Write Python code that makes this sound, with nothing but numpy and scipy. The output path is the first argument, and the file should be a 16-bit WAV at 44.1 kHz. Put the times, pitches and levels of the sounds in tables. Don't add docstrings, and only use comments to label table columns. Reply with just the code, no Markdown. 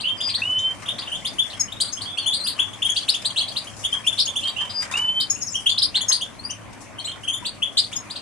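import sys
import numpy as np
from scipy import signal
from scipy.fft import rfft, irfft, next_fast_len
from scipy.io import wavfile
from scipy.ndimage import uniform_filter1d, map_coordinates

SR = 44100
rng = np.random.default_rng(int(sys.argv[2]) if len(sys.argv) > 2 else 0)


def store_wav(level_fs):
    pcm = np.round(np.clip(np.atleast_2d(level_fs), -1, 1) * 32767)
    wavfile.write(sys.argv[1], SR, pcm.T.astype(np.int16))


def elevation(decibels):
    levels = np.asarray(decibels, float)
    return 10 ** (levels / 20)


N = 362061
TAIL = SR // 4


def along(points, hz):
    f, v = np.transpose(points)
    return np.interp(np.log(hz + 1), np.log(f + 1), v)


def unit(x):
    return x / np.sqrt(np.mean(x ** 2) + 1e-20)


def wobble(rate, size=N):
    knots = rng.standard_normal(int(max(size, TAIL) * rate / SR) + 4)
    return map_coordinates(knots, [np.arange(size) * rate / SR])


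def filtered(x, response):
    m = next_fast_len(x.shape[-1] + 2048)
    return irfft(rfft(x, m) * response(np.fft.rfftfreq(m, 1 / SR)), m)[..., :x.shape[-1]]


def panned(pan_db):
    return elevation(np.outer([.5, -.5], pan_db))


def rush(spectrum, patchy_db):
    # frequency in Hz, coherence from 0 to 1.
    likeness = [(60, 0.88), (150, 0.074), (380, 0.1), (950, 0.55), (2380, 0.32), (5980, 0.02),
                (15000, 0.04)]
    # frequency in Hz, left-right level in dB.
    lean = [(60, 2.5), (380, 2.5), (2380, 1), (15000, 6)]
    z = signal.stft(rng.standard_normal((2, N)), nperseg=512)[2]
    field = rng.standard_normal(z.shape[1:])
    field = uniform_filter1d(uniform_filter1d(field, 6, 0), 10, 1)
    pair = signal.istft(z * elevation(patchy_db * unit(field)), nperseg=512)[1][:, :N]

    def mid_side(hz):
        angle = np.arccos(np.clip(along(likeness, hz), -1, 1)) / 2
        return elevation(along(spectrum, hz)) * np.array([np.cos(angle), np.sin(angle)])

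    mid, side = filtered(pair, mid_side)
    stereo = np.array([mid + side, mid - side])
    return unit(filtered(stereo, lambda hz: panned(along(lean, hz))))


def echoes():
    # frequency in Hz, decay by 60 dB in seconds.
    walls = [(1000, 0.65), (3000, 0.26), (5000, 0.19), (10000, 0.19), (15000, 0.072)]
    coherence, early_db, early_s, onset_s = 0.34, 6, 0.038, 0.00086
    hz, t, z = signal.stft(rng.standard_normal((2, TAIL)), SR, nperseg=128)
    decay = elevation(-60 * t / along(walls, hz)[:, None])
    a, b = signal.istft(z * decay, SR, nperseg=128)[1][:, :TAIL]
    angle = np.arccos(coherence) / 2
    t = np.arange(TAIL) / SR
    tail = np.cos(angle) * a + np.sin(angle) * np.outer([1, -1], b)
    tail *= elevation(early_db * np.exp(-t / early_s)) * (1 - np.exp(-t / onset_s))
    tail *= elevation(3.7 * wobble(352.3, size=TAIL))
    return tail / np.linalg.norm(tail[0])


PLACES = [echoes() for _ in range(32)]


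def add(out, s, sound, pan_db, wet_db):
    place = PLACES[rng.integers(len(PLACES))] * elevation(wet_db)
    place[[0, 1], rng.integers(0, 5, 2)] += 1
    heard = signal.fftconvolve(sound[None], place, axes=1)
    energy = np.linalg.norm(sound) * np.hypot(1, elevation(wet_db))
    heard *= energy / np.linalg.norm(heard, axis=1, keepdims=True)
    part = out[:, round(s * SR):][:, :heard.shape[1]]
    part += heard[:, :part.shape[1]] * panned(pan_db)


def air():
    # time in seconds, room level in dB, rustle level in dB.
    course = [(0.0, -45.5, -55), (1.12, -43.5, -50), (1.69, -45.5, -54.5), (3.45, -44, -49.5),
              (5.12, -45, -52.5), (5.65, -46.5, -51.5), (6.75, -46.5, -58), (8.21, -45.5, -55)]
    # frequency in Hz, density in dB per Hz.
    hum_spectrum = [(12, -50), (20, -19), (43, -9.5), (64, -10.5), (83, -7.5), (103, 3), (141, -6.5),
                    (157, -6), (192, -3.5), (303, -5.5), (445, -17), (559, -21.5), (600, -15), (780, -25),
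                    (1320, -120)]
    # frequency in Hz, density in dB per Hz.
    room_spectrum = [(240, -36), (400, -14.5), (567, -5), (922, -8.5), (1080, -5.5), (1290, -10.5),
                     (2410, -11), (3600, -21), (5000, -27.5), (6500, -61), (11000, -120)]
    # frequency in Hz, density in dB per Hz.
    rustle_spectrum = [(2060, -54), (3500, -11), (5750, 2.5), (6170, 1.5), (6650, -1), (9520, -2),
                       (15700, -36.5)]
    # frequency in Hz, density in dB per Hz.
    hiss_spectrum = [(2500, -40), (6000, -6), (10000, 0), (12000, -10), (14000, -15), (15800, -19)]
    s, *levels = np.transpose(course)
    room_db, rustle_db = [np.interp(np.arange(N) / SR, s, db) for db in levels]
    hum = elevation(-44.5) * rush(hum_spectrum, patchy_db=1.27)
    room = elevation(room_db + 1.49 + 0.29 * wobble(7.1)) * rush(room_spectrum, patchy_db=2.0)
    hiss = elevation(-66) * rush(hiss_spectrum, patchy_db=.5)
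    starts = (rng.random(N) < 16 / SR) * rng.exponential(size=N)
    stir = 1 + 0.78 * signal.lfilter([1], [1, -np.exp(-1 / (.03 * SR))], starts)
    rustle = elevation(rustle_db - .7) * stir * rush(rustle_spectrum, patchy_db=2.5)
    return hum + room + hiss + rustle


def bars():
    # start in seconds, peak level in dB, low knock in dB.
    strikes = [(0.164, -41.5, -5), (0.2717, -31, -7), (0.4544, -43, -17), (0.707, -38, -4), (.744, -42, -8),
               (.797, -41, -8), (0.82, -33.5, -3), (.884, -40, -8), (0.981, -35, -6), (1.079, -44, -9),
               (1.5707, -39.5, -3), (2.5784, -37, 0), (2.67, -44, 3), (2.864, -32, -13), (3.2178, -32, -16),
               (3.938, -34, -1.5), (4.4533, -35, -4), (4.6066, -31.5, -2), (4.6477, -35.5, -5),
               (4.702, -40, -10), (4.803, -36, -12), (4.8205, -23.5, -9), (4.912, -25, -5),
               (4.9685, -22, -8.5), (5.952, -30, -6.5), (6.1, -38, 6), (6.728, -40, -8), (7.044, -42, -10),
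               (7.1577, -42, 1.5), (7.425, -43, -10), (7.9154, -34, -11)]
    # frequency in Hz, density in dB per Hz.
    wire = [(1180, -22), (2000, -21), (2280, -1), (4310, -11.5), (4950, -6), (5170, -6.5), (8680, -10.5),
            (15700, -39)]
    # frequency in Hz, width in Hz, level in dB.
    tray_modes = [(980, 137, 0.5), (1870, 440, -3.5), (2180, 360, -9)]
    out, t = np.zeros((2, N)), np.arange(SR // 16) / SR

    def tray(f):
        total = 0
        for k, (centre, width, db) in enumerate(tray_modes):
            damping = 1j * f * width
            total = total + (-1) ** k * elevation(db) * damping / (centre * centre - f * f + damping)
        return total

    burst = elevation(-60 * t / 0.04) * (1 - np.exp(-t / 0.0004))
    for s, db, knock_db in strikes:
        shake = rng.standard_normal((2, len(t))) * burst
        rattle = unit(filtered(shake[0], lambda hz: elevation(along(wire, hz))))
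        knock = elevation(knock_db + 4.5) * unit(filtered(shake[1], tray))
        add(out, s, elevation(db - 18.0) * (rattle + knock), rng.normal(2.8, 2.3), wet_db=6.0)
    return out


def tray_knocks():
    # start in seconds, pitch in Hz, level in dB, decay by 60 dB in seconds.
    knocks = [
        (.76, 1020, -39, .06),
        (3.955, 1010, -38, .07),
        (4.19, 1020, -39, .05),
        (7.424, 980, -30, .12),
    ]
    out, t = np.zeros((2, N)), np.arange(SR // 8) / SR
    for s, hz, db, t60 in knocks:
        ring = elevation(db - 60 * t / t60) * (1 - np.exp(-t / .003))
        add(out, s, ring * np.sin(2 * np.pi * hz * t), pan_db=2.5, wet_db=-12.0)
    return out


def voice(pitch_hz, bright_db, rough_db):
    # multiple of the pitch, level in dB.
    overtones = [(2, -18.5), (3, -22), (4, -33)]
    # frequency in Hz, gain in dB.
    throat = [(4000, -9), (7000, 1), (8500, 6), (10000, 3.5), (11500, -1.5), (13000, -17), (16000, -18)]
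    size = len(pitch_hz)
    phase = 2 * np.pi * np.cumsum(pitch_hz) / SR
    tone = np.sin(phase)
    for k, db in overtones:
        level_db = db + bright_db + 3.6 * wobble(65, size) + along(throat, k * pitch_hz)
        tone = tone + elevation(level_db) * np.sin(k * phase)
    return elevation(rough_db * wobble(897, size)) * tone


def swell(u, rise, fall):
    return np.sin(np.pi / 2 * np.clip(u / rise, 0, 1)) * np.sin(np.pi / 2 * np.clip((1 - u) / fall, 0, 1))


def hold(out, s, hz, db, pan_db):
    pitch = hz * (1 + 0.0025 * wobble(44.2, size=len(hz)))
    envelope = elevation(db + 2.9) * swell(np.linspace(0, 1, len(hz)), 0.006, 0.03)
    add(out, s, envelope * voice(pitch, -35, 0.19), pan_db, wet_db=-13.0)


def thin_whistles():
    # time in seconds, level in dB.
    courses = [
        [(0.176, -46), (0.188, -37), (0.21, -43), (0.24, -28), (0.284, -25), (0.32, -35), (0.335, -45)],
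        [(4.694, -43), (4.706, -32), (4.73, -41), (4.764, -27), (4.804, -25), (4.846, -39), (4.86, -49)],
    ]
    start_hz, sag_hz_per_s = 4910, 564
    out = np.zeros((2, N))
    for rows in courses:
        s, db = np.transpose(rows)
        t = np.arange(0, s[-1] - s[0], 1 / SR)
        hold(out, s[0], start_hz - sag_hz_per_s * t, np.interp(t + s[0], s, db) + 1.5, 4.6)
    return out


def long_whistles():
    # time in seconds, level in dB.
    courses = [
        [(0.418, -29), (0.424, -22), (0.438, -27), (0.582, -21), (0.608, -24), (0.616, -32), (0.656, -18),
         (0.694, -21), (0.74, -36)],
        [(4.938, -30), (4.942, -25), (5.08, -24), (5.092, -19), (5.128, -25), (5.136, -34), (5.178, -18),
         (5.22, -23), (5.26, -38)],
    ]
    settle_hz, scoop_hz, scoop_s, climb_hz_per_s = 2967, 450, .024, 500
    out = np.zeros((2, N))
    for rows in courses:
        s, db = np.transpose(rows)
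        t = np.arange(0, s[-1] - s[0], 1 / SR)
        pitch = settle_hz - scoop_hz * np.exp(-t / scoop_s) + climb_hz_per_s * t
        beating_db = 7 * np.exp(-t / 0.11) * np.sin(2 * np.pi * 62 * t * (1 - 2.2 * t))
        hold(out, s[0], pitch, np.interp(t + s[0], s, db) + beating_db, 1.2)
    return out


def duets():
    # start in seconds, length in ms, high voice in Hz, level in dB,
    # low voice in dB.
    calls = [(1.595, 28, 6516, -18, 0), (1.92, 33, 6380, -27.5, 0), (4.254, 15.3, 6540, -23.5, -10),
             (5.298, 25.7, 6620, -17, -2), (5.411, 30, 6540, -26, 0), (6.081, 30.5, 6370, -16.5, 0),
             (7.955, 26, 6570, -24, -2)]
    # multiple of the low, multiple of the high, level in dB.
    mixing = [(1, 0, -2), (0, 1, 2.5), (-1, 2, -19), (2, -1, -33), (-2, 3, -27), (2, 0, -20.5), (1, 1, -30),
              (0, 2, -30), (-1, 3, -41)]
    low_base_hz, low_follows = 3320, .3
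    out = np.zeros((2, N))
    for s, ms, high_hz, db, low_db in calls:
        low_hz = low_base_hz + low_follows * high_hz
        u = np.linspace(0, 1, int(ms * SR / 1000))
        turns = 2 * np.pi * np.cumsum(1 + 0.05 * (1 - u) ** 2.93) / SR
        both = 0
        for j, k, level in mixing:
            both = both + elevation(level + abs(j) * low_db) * np.sin((j * low_hz + k * high_hz) * turns)
        add(out, s, elevation(db) * swell(u, 0.57, 0.53) * both, pan_db=2.5, wet_db=-2.0)
    return out


def slurs():
    # start in seconds, length in ms, start in Hz, end in Hz, level in dB.
    slides = [(.435, 13, 3660, 3730, -43), (.583, 14, 4900, 6940, -35.5), (2.365, 70, 4500, 4150, -33),
              (2.194, 49, 4620, 4170, -35), (2.898, 10.5, 6300, 6850, -25.5), (5.353, 54, 6200, 7430, -44),
              (5.399, 37, 7260, 5400, -34), (5.462, 35, 7140, 5040, -28.5), (5.5, 11, 6400, 7600, -37),
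              (5.511, 69, 8050, 5380, -32), (6.501, 14, 5250, 6390, -28.5), (7.048, 18, 6600, 8130, -32)]
    out = np.zeros((2, N))
    for s, ms, start_hz, end_hz, db in slides:
        u = np.linspace(0, 1, int(ms * SR / 1000))
        pitch = end_hz - (end_hz - start_hz) * (1 - u) ** 1.9
        note = elevation(db - 1.0) * swell(u, .3, 0.37) * voice(pitch, -8, 1.4)
        add(out, s, note, pan_db=3.5, wet_db=2.5)
    return out


def chirps():
    # start in seconds, length in ms, top in Hz, level in dB, overtones in dB.
    shrill = [(.342, 21, 4740, -22, -5), (.986, 14.4, 5000, -28, -3), (1.26, 24, 5100, -30, -4),
              (1.502, 6.3, 4600, -34, 0), (1.805, 13.5, 4910, -20, 4), (1.872, 26, 4710, -35.5, 0),
              (2.011, 18.3, 4900, -31, 0), (2.329, 21, 4760, -22, -1), (3.25, 17, 4690, -20, 2),
              (3.482, 11, 5020, -28.5, 0), (4.175, 36, 5570, -24, -3), (4.19, 22.8, 4770, -17, -4),
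              (4.436, 5.5, 4470, -34.5, 0), (5.203, 13, 5080, -20, 0), (5.691, 15, 4900, -26.5, 0),
              (5.779, 17.3, 5350, -19.5, -6), (5.819, 22, 5200, -16.5, -3), (6.117, 20, 4970, -16.5, 0),
              (7.773, 17, 4960, -14, -3), (7.839, 30, 4860, -39.5, 0), (8.102, 17, 4940, -32, 4),
              (8.158, 14, 4930, -31, 0)]
    # start in seconds, length in ms, top in Hz, level in dB,
    # overtones in dB.
    sweeping = [(.003, 12.6, 4840, -28.5, 0), (.29, 20, 4860, -27, 0), (2.466, 30, 4900, -24, 3),
                (2.962, 14, 4920, -21.5, 0), (3.084, 24, 5190, -17, 1), (3.363, 32.3, 4450, -20.5, -4),
                (3.56, 26, 4910, -26, -1), (4.467, 27, 4000, -30.5, 0), (4.696, 9.7, 4350, -35, -5),
                (5.946, 30.3, 4540, -18.5, -4), (7.45, 26.7, 4770, -25.5, 5)]
    # start in seconds, length in ms, top in Hz, level in dB, overtones in dB.
    left = [(.082, 15, 3500, -32.5, 0), (1.388, 24.7, 3520, -19, -2), (1.723, 11.6, 3780, -33, 0),
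            (2.114, 15, 3360, -41, 0), (2.262, 34, 3484, -21, -2), (2.566, 5.4, 3120, -41, 0),
            (2.846, 24, 3267, -22.5, 0), (2.892, 19, 3370, -21.5, 0), (3.522, 5.9, 3310, -37, 0),
            (5.691, 23.6, 3544, -21.5, -3), (6.01, 18, 3490, -26.5, 0), (6.987, 13, 3200, -33, -3),
            (7.345, 20, 3230, -34, 4)]
    # start in seconds, length in ms, top in Hz, level in dB, overtones in dB.
    middle = [(.206, 13, 3680, -23.5, 0), (.884, 16, 3720, -22.5, -6), (1.119, 17.8, 3200, -25, -4),
              (1.25, 16.5, 3660, -24.5, 0), (1.682, 10, 3140, -39.5, 0), (2.734, 6.2, 3570, -34, 3),
              (2.966, 26, 3450, -24, 0), (3.302, 12, 3430, -31.5, 0), (3.403, 22.6, 3420, -24, -2),
              (3.672, 7.8, 3280, -34.5, 0), (3.841, 19, 3585, -21.5, 4), (5.546, 20, 3260, -23, 0),
              (5.663, 15.3, 3470, -14.5, -8), (6.212, 19.8, 3574, -25, 0)]
    # start in seconds, length in ms, top in Hz, level in dB, overtones in dB.
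    right = [(.581, 21, 3770, -35, 0), (1.972, 8.6, 3320, -31.5, 0), (4.269, 26, 3580, -27, 0),
             (4.359, 20, 3550, -22, 3), (7.073, 21, 3230, -29.5, -2), (7.115, 9.9, 3680, -35.5, 0),
             (7.236, 15, 3310, -34, 0)]
    # start in seconds, length in ms, top in Hz, level in dB,
    # overtones in dB.
    steep = [(.859, 8.9, 3640, -34, 0), (1.02, 14, 3780, -33.5, -3), (1.072, 19, 3200, -32, -4),
             (1.531, 13.8, 3320, -35, 0), (2.175, 23.6, 3530, -23.5, -2), (2.462, 9, 3310, -35, 0),
             (3.141, 17.7, 3640, -24, 0), (6.496, 22, 3140, -33.5, 0), (7.797, 17, 3700, -40, 0),
             (7.927, 14.4, 3700, -32, 0), (8.164, 7.8, 3250, -38.5, 0)]
    # start in seconds, length in ms, top in Hz, level in dB,
    # overtones in dB.
    hooks = [
        (6.996, 15, 4370, -36, -3),
        (7.044, 22, 4210, -31.5, 0),
    ]
    # start in seconds, length in ms, top in Hz, level in dB,
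    # overtones in dB.
    scoops = [(2.592, 21.5, 3464, -18.5, -5), (2.823, 13.7, 3560, -21, 0), (4.067, 28.3, 3564, -19, 0),
              (7.279, 17, 3263, -22, 0), (7.624, 20.5, 3450, -20.5, -2)]
    # start in seconds, length in ms, top in Hz, level in dB, overtones in dB.
    peeps = [(.403, 5.6, 3760, -36, 0), (1.151, 9.7, 3520, -29, 0), (2.178, 20, 4590, -33, 0),
             (2.401, 26, 4236, -30.5, 0), (2.441, 28, 4920, -29.5, 2), (3.833, 9, 3600, -39, 0),
             (3.928, 11.7, 3270, -18.5, -6), (4.477, 12, 4670, -32, 0), (4.92, 17, 3765, -35, 0),
             (6.392, 17, 4380, -40, 0), (6.439, 29, 4880, -32, 0), (7.329, 20.4, 3560, -27, 4)]
    # start in seconds, length in ms, top in Hz, level in dB,
    # overtones in dB.
    mutters = [(.289, 11, 2720, -37, 0), (.379, 15, 2010, -41.5, 0), (1.217, 20.7, 2260, -44, 0),
               (4.041, 16, 2800, -36.5, 5), (4.901, 10.8, 1963, -39, 0), (5.357, 14, 2910, -41.5, 0)]
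    # start in seconds, length in ms, top in Hz, level in dB, overtones in dB.
    drawn = [
        (.037, 84, 3162, -24, -5),
        (2.052, 74, 3500, -33.5, 0),
        (4.416, 72, 3203, -26.5, 0),
        (4.563, 71, 3138, -26, 0),
    ]
    # bend of the glide, share of the note spent swelling, roughness dB, echoes dB, overtones dB
    plain, harsh, held = (2, 0.63, .7, 2, -1), (1.72, 0.5, 2.5, 4.5, -2), (4.5, 0.2, 2, 9.5, -19.5)
    clear, scooped = (3.4, .55, .5, .1, -2.5), (3, .6, .5, .1, -2.5)
    # calls, kind, start Hz, left-right dB
    callers = [(shrill, harsh, 3120, 3.1), (sweeping, harsh, 2780, 3.1), (left, clear, 2870, 6.2),
               (middle, plain, 2760, 2.4), (right, plain, 2780, -0.92), (steep, plain, 2590, 2.3),
               (hooks, clear, 3000, 3.5), (scoops, scooped, 2600, 5.5)]
    # calls, kind, start over top, left-right dB
    sliders = [(peeps, plain, .93, 4.2), (mutters, plain, .79, -1.1), (drawn, held, .86, -1.2)]
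    notes = [(kind, hz, pan, *row) for calls, kind, hz, pan in callers for row in calls]
    notes += [(kind, share * row[2], pan, *row) for calls, kind, share, pan in sliders for row in calls]
    out = np.zeros((2, N))
    for kind, start_hz, pan_db, s, ms, end_hz, db, beak_db in notes:
        bend, rise, rough_db, wet_db, bright_db = kind
        u = np.linspace(0, 1, int((ms + 4) * SR / 1000))
        pitch = end_hz - 1.17 * (end_hz - start_hz) * (1 - u) ** bend
        note = swell(u, rise, 0.45) ** 0.76 * voice(pitch, bright_db + beak_db + 1.2, rough_db)
        note *= elevation(db - wet_db + 5.4)
        add(out, max(s - .004, 0), note, pan_db + rng.normal(0, 0.39), wet_db)
    return out


def scene():
    return air() + bars() + tray_knocks() + thin_whistles() + long_whistles() + duets() + slurs() + chirps()


def band_limit(x):
    return signal.sosfilt(signal.butter(12, 15890, fs=SR, output="sos"), x)


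def record(dry):
    # frequency in Hz, left-right level in dB.
    ports = [(1000, 0.1), (3500, -1.95), (9500, 6.5), (13000, 0.5)]
    top_hz = 15830
    mix = filtered(dry, lambda hz: (hz < top_hz) * panned(along(ports, hz)))
    return band_limit(mix)


dry = scene()
out = record(dry)
store_wav(out)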